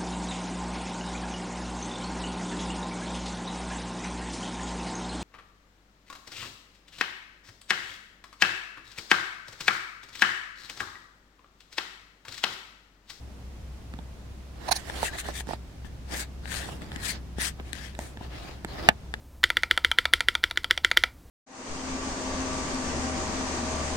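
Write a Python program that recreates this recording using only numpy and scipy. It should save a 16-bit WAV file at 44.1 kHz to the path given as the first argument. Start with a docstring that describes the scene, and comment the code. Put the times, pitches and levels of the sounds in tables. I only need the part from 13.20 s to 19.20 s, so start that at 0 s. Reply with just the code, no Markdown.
"""Two hands turn a camera close to the microphone, inside a parked car.
Skin slides over the textured grip in hissing strokes that make the hollow shell drone; fingertips
skid and creak on the plastic. Knocks, buttons and a dial ring the shell's modes, and one hard snap
overloads the microphone. Underneath, the cabin answers briefly and hums, and the hands rumble."""
import sys
import numpy as np
from scipy import signal
from scipy.fft import rfft, irfft, next_fast_len
from scipy.io import wavfile
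from scipy.ndimage import uniform_filter1d, map_coordinates

SR = 44100
rng = np.random.default_rng(int(sys.argv[2]) if len(sys.argv) > 2 else 0)


def output_pcm(signal):
    """Save a mono or channel-first signal as 16-bit PCM at the path in sys.argv[1].

    Samples are clipped to [-1, 1] before scaling.
    """
    pcm = np.clip(np.atleast_2d(signal).T, -1, 1) * 32767
    wavfile.write(sys.argv[1], SR, np.round(pcm).astype(np.int16))


N = 264600
TIME = np.arange(N) / SR


def rubbing():
    """Skin slides on the grip: quick strokes fizz, slow heavy ones make the shell drone."""
    # full_speed_s, attack_s, hold_s, release_s, hiss_db, fizz_relative_db, drone_db, balance_db
    strokes = [(1.467, 0.11, 0.027, 0.023, -45.5, -12, -42.5, -7),
               (1.53, 0.026, 0.029, 0.16, -43.5, -5.5, -47, -5.5),
               (1.678, 0.046, 0.028, 0.071, -43, -8, -44.5, -7.5),
               (1.769, 0.084, 0.082, 0.027, -38.5, -8, -40, -3.5),
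               (1.848, 0.066, 0.023, 0.038, -34, -1.5, -42.5, 6),
               (1.94, 0.048, 0.018, 0.024, -42, -10.5, -39, 1),
               (1.992, 0.032, .012, 0.031, -36.5, -2.5, -54, 4.5),
               (2.072, 0.083, 0.015, 0.064, -41.5, -7, -41.5, 1),
               (2.164, 0.049, 0.039, .025, -39.5, -1, -51, 6.5),
               (2.285, 0.027, 0.054, 0.027, -44, -10.5, -43.5, -2),
               (2.651, .015, 0.017, .02, -57, -5, -57, 17), (2.937, 0.058, 0.011, 0.021, -35, -6.5, -38, 7),
               (2.973, 0.059, 0.034, 0.044, -34, -2, -44, 4),
               (3.325, 0.078, 0.032, 0.16, -34.5, -5.5, -47, 11),
               (3.417, 0.19, 0.099, 0.12, -48.5, -3.5, -43, -1),
               (3.619, 0.023, 0.023, 0.086, -50.5, -11, -47.5, 0),
               (3.739, 0.074, 0.092, 0.033, -48, -10.5, -47, -1),
               (3.863, 0.069, 0.043, 0.044, -32, -3.5, -46.5, 9.5),
               (3.942, 0.025, 0.011, 0.043, -42, -23, -47.5, -2),
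               (4.208, 0.031, 0.019, .03, -31.5, -4, -46.5, 4),
               (4.241, 0.042, 0.031, 0.041, -28.5, -4.5, -49.5, 10.5),
               (4.395, .01, .008, .02, -55, -28, -44, 4), (4.477, 0.069, 0.022, 0.023, -53, -8, -55, 5),
               (4.551, 0.046, .1, 0.1, -44, -11, -55, 11), (4.814, 0.056, 0.023, 0.12, -49.5, -0.5, -48, 3),
               (5.029, 0.051, 0.022, 0.053, -50.5, -17, -47, 5),
               (5.141, 0.055, 0.13, .16, -45.5, -17.5, -45, 4),
               (5.49, 0.024, 0.068, .05, -47, -21, -43, 1.5),
               (5.595, 0.048, 0.088, 0.015, -42.5, -25, -38, 3)]
    # tone of skin on the grip: frequency_hz, density_db
    grip_tone = [(600, -33), (900, -10), (1300, -6.5), (1750, 5.5), (2150, 0), (2600, -3), (3300, -1.5),
                 (4500, -4), (6000, -9), (9000, -11.5), (10500, -16.5), (12700, -21.5), (16000, -25)]
    # tone of the rubbed shell: frequency_hz, density_db
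    drone_tone = [(90, -2), (200, -3.5), (330, 2.5), (450, -3), (750, -0.5), (1000, -6), (1400, -8.5),
                  (2500, -32.5)]
    fizz_growth, drone_growth = 1.26, .76  # dB for each dB of hiss as the finger speeds up
    hiss, fizz, drone = np.zeros((3, 2, N))  # power envelopes, left and right
    for start, attack, hold, release, hiss_db, fizz_db, drone_db, balance_db in strokes:
        speed_db = stroke_speed(start, attack, hold, release)
        hiss += (amp(hiss_db + speed_db) * panned(balance_db)) ** 2
        fizz += (amp(hiss_db + fizz_db + fizz_growth * speed_db) * panned(balance_db)) ** 2
        drone += (amp(drone_db + drone_growth * speed_db) * panned(balance_db * .45 - 3)) ** 2
    skin = rush(grip_tone, likeness=[(1500, .019), (4000, .034), (10000, .042)], grain_db=2)
    skin = surface_patches(skin, depth_db=2.5)
    coarse = filtered(skin, lambda hz: 1 / (1 + (hz / 6300) ** 10))
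    fine = skin - coarse
    shell = rush(drone_tone, likeness=[(200, .28), (900, .18)], grain_db=3)
    pressure = amp(.9 * wobble(70))  # the hand presses unsteadily
    return pressure * (np.sqrt(hiss) * unit(coarse) + np.sqrt(fizz) * unit(fine) + np.sqrt(drone) * shell)


def stroke_speed(start, attack, hold, release):
    """A finger speeds up, slides and lifts off; dB relative to full speed."""
    outside = np.maximum((start - TIME) / attack, (TIME - start - hold) / release)
    return -20 * np.clip(outside, 0, 4) ** 1.3  # 20 dB down one attack or release away from the hold


def surface_patches(x, depth_db):
    """The colour shifts as the skin meets new parts of the surface."""
    spectra = signal.stft(x, nperseg=512)[2]
    patches = uniform_filter1d(rng.standard_normal(spectra.shape[1:]), size=6, axis=0)
    patches = uniform_filter1d(patches, size=10, axis=1)
    return signal.istft(spectra * amp(depth_db * unit(patches)), nperseg=512)[1][:, :N]


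def skids():
    """A fingertip lets go and chatters over the plastic for some milliseconds."""
    # centre_s, half_length_s, level_db, drone_relative_db, treble_lift_db, balance_db
    slips = [(1.4893, 0.0053, -27, 1.5, -7, -6), (1.5146, 0.0028, -24, -2, 2, -28),
             (1.523, 0.0046, -16.5, -8, -2.5, -6), (1.565, 0.0064, -37, -2.5, 10.5, -6),
             (1.987, .0016, -25, -17, -14, -3), (2.001, .004, -42, -16, -1, -8)]
    # tone of the chatter: frequency_hz, density_db
    squeak_tone = [(1100, -12.5), (1650, -2), (2500, -7.5), (3300, -14.5), (4300, 6), (4900, -6),
                   (5400, -4), (6400, -4), (7700, -22), (10000, -2.5), (11500, -19), (15500, -19)]
    drone_tone = [(400, -40), (600, -5), (720, 4), (930, 3), (1200, -3), (1600, -61)]
    squeak = rush(squeak_tone, likeness=[(1500, .092), (9000, .12)], grain_db=1.5)
    treble = filtered(squeak, lambda hz: 1 - 1 / (1 + (hz / 3300) ** 8))
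    shell = rush(drone_tone, likeness=[(800, .43)])
    out = np.zeros((2, N))
    for centre, half_length, level_db, drone_db, treble_db, balance_db in slips:
        swell = np.exp(-.5 * ((TIME - centre) / half_length) ** 2)
        chatter = squeak - treble + amp(treble_db) * treble + amp(drone_db) * shell
        out += amp(level_db) * swell * panned(balance_db) * chatter
    return out


def creaks():
    """Stick and slip: the slips come slower as the fingertip halts, so the pitch sags."""
    # start_s, length_s, first_pitch_hz, last_pitch_hz, level_db
    halts = [(1.851, .04, 2690, 2600, -30), (1.878, 0.031, 2290, 1590, -27.5),
             (2.647, 0.046, 2096, 1710, -45)]
    attack_s, sag_s, fade_db, jitter = .0027, .0053, 20.5, .0383
    out = np.zeros(N)
    for start, length, first_hz, last_hz, level_db in halts:
        age = np.maximum(TIME - start, 0)
        slip_hz = last_hz + (first_hz - last_hz) * np.exp(-age / sag_s)
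        phase = 2 * np.pi * np.cumsum(slip_hz * (1 + jitter * wobble(900))) / SR
        onset = 1 - np.exp(-age / attack_s)
        fade = amp(level_db - fade_db * age / length + 2.2 * wobble(500))
        out += onset * fade * (np.sin(phase) + .15 * np.sin(2 * phase))
    return out * panned(11)


def clicks():
    """Knocks, buttons and dial: where and how hard a blow lands weights each register of the shell."""
    # start_s, thud_db, knock_db, clack_db, tick_db, balance_db
    blows = [(0.7383, -37, -46, -45, -60, -2), (.789, -37.5, -42, -49.5, -65, -10),
             (1.6984, -38, -35, -33, -56, 24), (1.8299, -33.5, -19.5, -39, -39, -11),
             (2.0873, -34.5, -28.5, -50, -48, -11), (2.2065, -50, -44, -38, -50, 3),
             (2.2708, -33.5, -48, -50, -53, -8), (2.29, -34, -31.5, -48, -52, -11),
             (2.3095, -37, -28.5, -49, -61, -9), (2.3342, -34.5, -28, -42.5, -49, -9),
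             (2.6474, -37, -52, -48, -78, 27), (3.2565, -51, -44, -38, -57, 30),
             (3.4876, -48, -36.5, -59, -64, -9), (3.6197, -34.5, -52, -44, -53.5, 20),
             (3.7185, -40.5, -45, -39.5, -52, 5), (3.7609, -30, -53, -36, -43, 15),
             (4.1848, -27.5, -36.5, -48, -51, 13), (4.3988, -40.5, -43, -43.5, -80, 0),
             (4.5311, -37.5, -49, -31.5, -35, 12), (4.7507, -58, -65, -43.5, -57, -6),
             (4.7903, -33, -32, -39.5, -40, 1), (4.9726, -39, -46.5, -44, -62, 0.5),
             (5.0101, -35, -39, -63, -65, 5.5), (5.4476, -27, -35.5, -34.5, -40.5, 0.5),
             (5.6879, -15.5, -10.5, -6, -21.5, -1), (5.9397, -36, -38, -27, -43.5, 5)]
    # thud, knock, clack and tick bands: low_hz, high_hz
    registers = [(70, 400), (400, 1300), (1400, 4500), (5000, 15000)]
    # the blows carry little bass or extreme treble: frequency_hz, gain_db
    blow_tone = [(20, -23), (100, -9.5), (230, -1.5), (8500, -1.5), (13000, -8.5), (16000, -34)]
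    # the shell leans right, most in the lows: frequency_hz, balance_db
    lean = [(900, -2.4), (1800, -1.5)]
    blow_s, port_delay_s = .008, .00022  # span that carries a blow's level; travel between mic ports
    out, t = np.zeros((2, N + SR)), np.arange(SR // 10) / SR
    hz = np.fft.rfftfreq(len(t), 1 / SR)
    plateaus_hz = np.ravel(np.multiply(registers, [1.25, .8]))  # each band's lift is flat between these
    for start, *register_db, balance_db in blows:
        blow = shell_ring(t, max(register_db))
        band_power = np.array([np.mean(band(blow, *edges) ** 2) for edges in registers])
        lift_db = register_db - 10 * np.log10(band_power * t[-1] / blow_s)
        colour_db = along(np.c_[plateaus_hz, np.repeat(lift_db, 2)], hz) + along(blow_tone, hz) + 1.1
        pan_db = 20 * np.log10(panned(balance_db + along(lean, hz)))
        # the farther port hears the blow later
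        side_db = balance_db + lean[0][1]
        delay_s = port_delay_s * np.maximum(np.tanh(np.array([[-side_db], [side_db]]) / 2), 0)
        response = minimum_phase(colour_db + pan_db) * np.exp(-2j * np.pi * hz * delay_s)
        out[:, round(start * SR):][:, :len(t)] += irfft(rfft(blow) * response)
    return out[:, :N]


def shell_ring(t, loudest_db):
    """One blow on the hollow shell: contact pulse, ringing modes, a short crack and a faint rattle."""
    # pitch_hz, level_db, base_t60_s
    modes = [(236, -8.5, 0.021), (354, -7.5, 0.012), (616, 1, 0.012), (642, 2, 0.014), (886, -6.5, 0.021),
             (1114, -7.5, 0.0051), (1773, -1, .012), (2230, -10, 0.014), (2930, -18.5, 0.015),
             (3260, -1, 0.0038), (4320, -71, 0.011), (5960, -6, 0.0041), (5930, -41, 0.0031),
             (7500, 10, 0.0039), (8800, -40, 0.0054)]
    mode_hz, mode_db, t60 = np.transpose(modes)[:, :, None]
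    # a resting finger damps and detunes a light touch more than a hard blow
    light_to_hard_db = [-30, -15]
    age = t / np.interp(loudest_db, light_to_hard_db, [.82, .93])
    detune = np.interp(loudest_db, light_to_hard_db, [.04, .004])
    polarity = (-1) ** np.arange(len(modes))[:, None]  # neighbouring modes swing in opposite senses
    # the grip loads the shell differently at every blow
    strength = polarity * amp(mode_db + .7 * rng.standard_normal(mode_hz.shape))
    pitch_hz = mode_hz * (1 + detune * rng.standard_normal(mode_hz.shape))
    ring = np.sum(strength * amp(-60 * age / t60) * np.sin(2 * np.pi * pitch_hz * t), axis=0)
    pulse = 6 * np.exp(-t / .00005)
    # both ports share the lows of the crack; its treble scatters differently to each
    white = rng.standard_normal((3, len(t)))
    noise = .7 * signal.lfilter([1], [1, -.7], white[0] + 1.5 * np.diff(white[1:], prepend=0))
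    crack = .8 * amp(-60 * age / .012)
    rattle = .07 * amp(-60 * age / .042)
    return pulse + ring + noise * (crack + rattle)


def cabin_echo(x):
    """The upholstered cabin answers briefly, its treble dying first."""
    # frequency_hz, t60_s
    decay = [(150, 0.2), (1500, 0.071), (10000, 0.029)]
    hz, t, spectra = signal.stft(rng.standard_normal((2, SR // 4)), SR, nperseg=256)
    tail = signal.istft(spectra * amp(-60 * t / along(decay, hz)[:, None]), SR, nperseg=256)[1]
    tail = np.pad(tail / np.linalg.norm(tail[0]), ((0, 0), (round(.003 * SR), 0)))  # 3 ms pre-delay
    return signal.fftconvolve(x, tail, axes=1)[:, :N]


def cabin_hum():
    """A wavering low hum over the cabin's air."""
    # room tone: frequency_hz, density_db
    air_tone = [(13, -71), (22, -9), (37, -15), (49, -8), (70, -5), (78, -9), (87, -14), (118, -15.5),
                (249, -43), (347, -26.5), (376, -27), (690, -28), (1230, -33.5), (5770, -42),
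                (16000, -55.5)]
    # centred lows, wide highs: frequency_hz, left_right_correlation
    air_likeness = [(60, 0.99), (180, 1), (550, 0.44), (1650, 0), (15000, 0)]
    pitch_hz = 64 + 1.16 * wobble(5.5)
    hum = amp(-43 + 1.1 * wobble(8)) * np.sqrt(2) * np.sin(2 * np.pi * np.cumsum(pitch_hz) / SR)
    return hum * panned(1) + amp(-46) * rush(air_tone, air_likeness)


def hand_rumble():
    """Shifting hands make a dull rumble that slowly swells and eases."""
    # time_s, level_db
    swell = [(0, -49), (.8, -48.5), (1.8, -51), (2.6, -48.5), (3.6, -44.5), (4.9, -48.5), (5.5, -49)]
    tone = [(25, -11), (38, -10), (65, -13.5), (105, -1.5), (200, -5), (300, -12), (600, -28), (2000, -92)]
    return amp(np.interp(TIME, *np.transpose(swell))) * rush(tone, likeness=[(60, 1), (200, .68)])


def rush(tone, likeness, grain_db=0):
    """Stereo noise of rms 1 from (Hz, dB) and (Hz, correlation) curves; uneven slips give it grain."""
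    slips = rng.standard_normal((2, N)) * amp(grain_db * wobble(1500))

    def mid_side_gains(hz):
        width = np.arccos(np.clip(along(likeness, hz), -1, 1)) / 2
        return amp(along(tone, hz)) * [np.cos(width), np.sin(width)]

    mid, side = filtered(slips, mid_side_gains)
    return unit(np.array([mid + side, mid - side]))


def amp(db):
    """Decibels to gain."""
    return 10 ** (np.asarray(db) / 20)


def unit(x):
    """x at rms 1."""
    return x / np.sqrt(np.mean(x ** 2) + 1e-20)


def along(points, hz):
    """A curve through (Hz, value) points on a log frequency axis."""
    knots_hz, values = np.transpose(points)
    return np.interp(np.log(hz + 1), np.log(knots_hz + 1), values)


def wobble(rate):
    """A smooth random curve, rate knots a second."""
    return map_coordinates(rng.standard_normal(int(N * rate / SR) + 4), [TIME * rate])


def panned(balance_db):
    """Left and right gains of mean power 1; a positive balance leans left."""
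    gains = amp(np.array([balance_db, -balance_db]).reshape(2, -1) / 2)
    return gains / np.sqrt(np.mean(gains ** 2, axis=0))


def filtered(x, response):
    """x equalised by response(hz)."""
    size = next_fast_len(N + SR // 2)
    return irfft(rfft(x, size) * response(np.fft.rfftfreq(size, 1 / SR)), size)[..., :N]


def band(x, low_hz, high_hz):
    """A causal band-pass."""
    return signal.sosfilt(signal.butter(2, [low_hz, high_hz], "band", fs=SR, output="sos"), x)


def minimum_phase(gain_db):
    """A response with this gain curve and no ringing ahead of the attack."""
    cepstrum = irfft(np.log(amp(gain_db)))
    size = cepstrum.shape[-1]
    cepstrum[..., 1:size // 2] *= 2
    cepstrum[..., size // 2 + 1:] = 0
    return np.exp(rfft(cepstrum))


def scene():
    """Close handling with a little cabin echo, over the low bed."""
    handling = rubbing() + skids() + creaks() + clicks()
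    return handling + amp(-21) * cabin_echo(handling) + cabin_hum() + hand_rumble()


def record(dry):
    """The microphone clips at full scale, and everything above 16.1 kHz is cut."""
    return filtered(np.clip(dry, -1, 1), lambda hz: hz < 16100)


dry = scene()
out = record(dry)
output_pcm(out)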